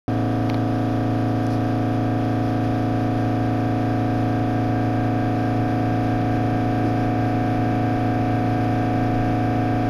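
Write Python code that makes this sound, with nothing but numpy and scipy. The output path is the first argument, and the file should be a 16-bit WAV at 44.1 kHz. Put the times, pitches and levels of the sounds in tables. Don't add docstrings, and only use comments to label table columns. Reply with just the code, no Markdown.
import sys
import numpy as np
from scipy import signal
from scipy.fft import rfft, irfft, next_fast_len
from scipy.io import wavfile

SR = 44100
rng = np.random.default_rng(int(sys.argv[2]) if len(sys.argv) > 2 else 0)


def wrap_up_sound(samples):
    columns = np.atleast_2d(samples).T
    tamed = np.clip(columns, -1, 1)
    steps = np.round(tamed * 32767).astype(np.int16)
    wavfile.write(sys.argv[1], SR, steps)


N = 436149
TIME = np.arange(N) / SR

CRANK_HZ, WHINE_HZ = 27.99315, 1600.1
# (frequency [Hz], level [dB])
ENGINE_TONES = [(112, -25), (252, -27.5), (280, -32.5), (308, -30), (420, -38), (504, -38.5), (560, -40.5),
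                (616, -39), (672, -39), (728, -31.5), (812, -45.5), (980, -49.5), (1064, -56), (1148, -47),
                (1204, -48), (1596, -51), (1764, -53.5), (2156, -59), (2296, -55.5)]
# (frequency [Hz], level per tone [dB])
LOW_COMB = [(28, -40.5), (56, -47), (84, -52), (140, -40.5), (196, -42), (224, -38), (336, -41),
            (364, -53.5), (392, -44), (448, -52.5), (476, -45.5), (640, -49), (756, -54.5), (870, -53)]
MID_COMB = [(900, -62.5), (1300, -61), (1750, -61), (2050, -66), (2450, -66.5), (2720, -69), (2850, -69.5),
            (3200, -71), (3600, -76), (4000, -75.5), (4400, -84), (4750, -73.5), (5500, -81), (7100, -88)]
TOP_COMB = [(8000, -102), (9000, -94.5), (11200, -91), (12000, -96), (13600, -92.5), (14800, -93)]
# (frequency [Hz], width [Hz], lift [dB])
CABIN_RESONANCES = [(1275, 63, 9), (1431, 43, 6), (1512, 14, 7.5), (1832, 31, 8.5), (2456, 49, 7.5),
                    (2632, 18, 8.5), (3210, 50, 4), (3380, 33, 5.5), (4790, 40, 3.5)]
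SWELLING_HARMONICS, SWELL_DB = (17, 23, 26, 29, 63, 82), 4.5
# (frequency [Hz], relative density [dB])
RUMBLE_SPECTRUM = [(20, -2), (38, 1), (55, -6), (110, 0), (200, -2), (260, -5.5), (340, -9), (430, -15),
                   (700, -17), (1000, -30), (2400, -27), (4000, -47)]
# (frequency [Hz], relative density [dB])
HISS_SPECTRUM = [(25, 7), (80, 4.5), (118, 15), (150, -0.5), (400, 0.5), (690, -1.5), (950, -7),
                 (1600, -6.5), (2100, -11.5), (3200, -10), (4400, -16.5), (4800, -14), (6000, -19),
                 (7100, -27.5)]
TOP_HISS_SPECTRUM = [(6500, -23), (8000, -14), (9000, -3.5), (10200, -1), (11300, 1.5), (11600, -4),
                     (14800, -9)]
# (time [s], level [dB], pitch [Hz], half-width [s])
TRACK_KNOCKS = [(6.17, -34, 35.8, .035), (6.38, -38, 307, .03), (6.38, -33, 32, .05),
                (6.85, -27, 305, 0.022), (7.08, -38, 36, .035), (9.21, -31, 29.9, .06)]
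# (time [s], level [dB], share of bright ring [0-1])
CLOSE_CLICKS = [(0.494, -29, .2), (.4987, -18, .1), (.5430, -24, .08), (.5446, -24, .03), (1.467, -33, .92),
                (1.5055, -42, .8)]
# (frequency [Hz], level [dB], time to fade 60 dB [s])
DULL_MODES = [(880, -1.5, .012), (2240, -3.5, 0.0075), (3180, -3.5, 0.0068), (4160, -1.5, 0.0045),
              (5100, -13, .005), (12300, -19, .003)]
BRIGHT_MODES = [(5730, 1, 0.0064), (10600, -2, 0.0046)]
# (time [s], level [dB], half-width [s])
CLOSE_RUBS = [(1.445, -53, .015), (1.532, -47.5, .025), (2.48, -53.5, 0.037), (6.88, -53, .035)]
# (frequency [Hz], relative density [dB])
RUB_SPECTRUM = [(1500, -14), (3000, -3), (5200, 5), (8000, -19), (10800, -8), (14500, -20)]


def from_db(db):
    return 10 ** (np.asarray(db) / 20)


def unit_power(x):
    return x / np.sqrt(np.mean(x ** 2) + 1e-20)


def at_hz(spectrum, hz):
    knots, level_db = np.transpose(spectrum)
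    return np.interp(np.log(hz), np.log(knots), level_db)


def ramp(start_s, length_s):
    return np.clip((TIME - start_s) / length_s, 0, 1)


def swell(at, half_width):
    return np.exp(-.5 * np.minimum(((TIME - at) / half_width) ** 2, 100))


def hump(hz, centre_hz, width_hz):
    return np.exp(-((hz - centre_hz) / width_hz) ** 2)


def drift(rate_hz):
    knots = rng.standard_normal(int(N / SR * rate_hz) + 2)
    return unit_power(np.interp(TIME * rate_hz, np.arange(len(knots)), knots))


def band(white, low_hz, high_hz):
    band_pass = signal.butter(2, [low_hz, high_hz], "band", fs=SR, output="sos")
    return unit_power(signal.sosfilt(band_pass, white))


def cabin_noise(spectrum, ripple_db=2.5, ripple_hz=45):
    size = next_fast_len(N)
    hz = np.maximum(np.arange(size // 2 + 1) * SR / size, 1)
    ripple = np.interp(hz / ripple_hz, np.arange(1024), rng.standard_normal(1024))
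    colour = from_db(at_hz(spectrum, hz) + ripple_db * (hz > 800) * ripple)
    low_cut = 1 / (1 + (spectrum[0][0] / 2 / hz) ** 4)
    high_cut = 1 / (1 + (hz / spectrum[-1][0] / 1.05) ** 32)
    shaped = rfft(rng.standard_normal(size)) * colour * low_cut * high_cut
    return unit_power(irfft(shaped, size)[:N])


def ring(contacts, modes):
    out = 0
    for k, (hz, level_db, t60) in enumerate(modes):
        decay, step = from_db(-60 / (t60 * SR)), 2 * np.pi * hz / SR
        feedback = [1, -2 * decay * np.cos(step), decay ** 2]
        mode = signal.lfilter([0, np.sin(step)], feedback, contacts + 1e-18)
        out += (-1) ** k * from_db(level_db) * mode
    return out


def air_hiss(turns, throb_db=0.83, firing_db=0.4, flutter_db=0.8):
    angle = 2 * np.pi * turns
    pulse_db = throb_db * np.cos(angle) + firing_db * np.cos(3 * angle) + flutter_db * drift(20)
    hiss = from_db(-41) * cabin_noise(HISS_SPECTRUM) + from_db(-64.5) * cabin_noise(TOP_HISS_SPECTRUM)
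    return from_db(pulse_db) * hiss


def wheel_rumble(start_speed=0.39, rise_per_s=0.081, final_db=-34.5, doubling_db=11, patchy_db=2.6):
    coarse_time = TIME[::441]
    speed = np.minimum(start_speed + rise_per_s * coarse_time, 1)
    level_db = final_db + doubling_db * np.log2(speed)
    edges = np.geomspace(16, 4096, 17)
    centres = np.sqrt(edges[:-1] * edges[1:])
    power = from_db(at_hz(RUMBLE_SPECTRUM, centres[:, None] / speed)) ** 2 * np.diff(edges)[:, None]
    gains = from_db(level_db) * np.sqrt(power / power.sum(axis=0))
    white, out = rng.standard_normal((2, N)), 0
    for k, gain in enumerate(gains):
        envelope = np.interp(TIME, coarse_time, gain) * from_db(patchy_db * drift(10))
        out += envelope * band(white[k % 2], edges[k], edges[k + 1])
    return out


def track_knocks(wobble=.17):
    out = 0
    for at, level_db, hz, half_width in TRACK_KNOCKS:
        cycles = np.cumsum(hz * (1 + wobble * drift(150))) / SR
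        out += np.sqrt(2) * from_db(level_db) * swell(at, half_width) * np.sin(2 * np.pi * cycles)
    return out


def close_brushing():
    envelope = sum(from_db(level_db) * swell(at, half_width) for at, level_db, half_width in CLOSE_RUBS)
    return envelope * cabin_noise(RUB_SPECTRUM)


def close_clicks(friction=0.13, friction_s=0.0014):
    dull, bright = np.zeros((2, N))
    age = TIME[:400]
    snap = age == 0
    for at, level_db, bright_share in CLOSE_CLICKS:
        contact = snap + friction * rng.standard_normal(len(age)) * np.exp(-age / friction_s)
        span = slice(round(at * SR), round(at * SR) + len(age))
        dull[span] += from_db(level_db) * (1 - bright_share) * contact
        bright[span] += from_db(level_db) * bright_share * contact
    return ring(dull, DULL_MODES) + ring(bright, BRIGHT_MODES)


def whine(full_db=-45.5, rise_db=13, halo_db=-56):
    level_db = full_db - rise_db * (1 - ramp(start_s=0, length_s=5))
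    tone = np.sqrt(2) * from_db(level_db) * np.sin(2 * np.pi * WHINE_HZ * TIME)
    return tone + from_db(halo_db) * band(rng.standard_normal(N), 1556, 1624)


def engine_drone(turns, scatter_db=2.5, growth_db=0.5, shift_db=3.5, clatter_db=5.5):
    count, size = 530, 8192
    harmonic = np.arange(1, count + 1)
    hz = harmonic * CRANK_HZ
    phase = np.exp(2j * np.pi * rng.random(count))
    uneven = hz > LOW_COMB[-1][0]
    level_db = at_hz(LOW_COMB + MID_COMB + TOP_COMB, hz)
    level_db += uneven * scatter_db * rng.standard_normal(count)
    level_db += sum(lift_db * hump(hz, centre, width) for centre, width, lift_db in CABIN_RESONANCES)
    for tone_hz, tone_db in ENGINE_TONES:
        nearest = np.argmin(abs(hz - tone_hz))
        level_db[nearest], uneven[nearest] = tone_db, False
    change_db = uneven * (growth_db + shift_db * rng.standard_normal(count))
    change_db += SWELL_DB * np.isin(harmonic, SWELLING_HARMONICS)
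    change_db += clatter_db * hump(hz, centre_hz=2360, width_hz=370)
    waves = []
    for tones_db in (level_db - change_db / 2, level_db + change_db / 2):
        cycle = irfft(np.r_[0, from_db(tones_db) * phase], size) * size / np.sqrt(2)
        waves.append(np.interp(turns, np.arange(size) / size, cycle, period=1))
    light, full = waves
    load = ramp(start_s=0.9, length_s=7.1)
    return (1 - load) * light + load * full


def scene():
    turns = CRANK_HZ * TIME + .0001 * drift(30)
    engine = engine_drone(turns) + whine()
    background = air_hiss(turns) + wheel_rumble() + track_knocks()
    return (engine + background + close_clicks() + close_brushing())[None]


def record(dry, open_s=.08, cutoff_hz=14880):
    low_pass = signal.ellip(12, .1, 90, cutoff_hz, fs=SR, output="sos")
    return signal.sosfilt(low_pass, dry * (TIME >= open_s))


dry = scene()
out = record(dry)
wrap_up_sound(out)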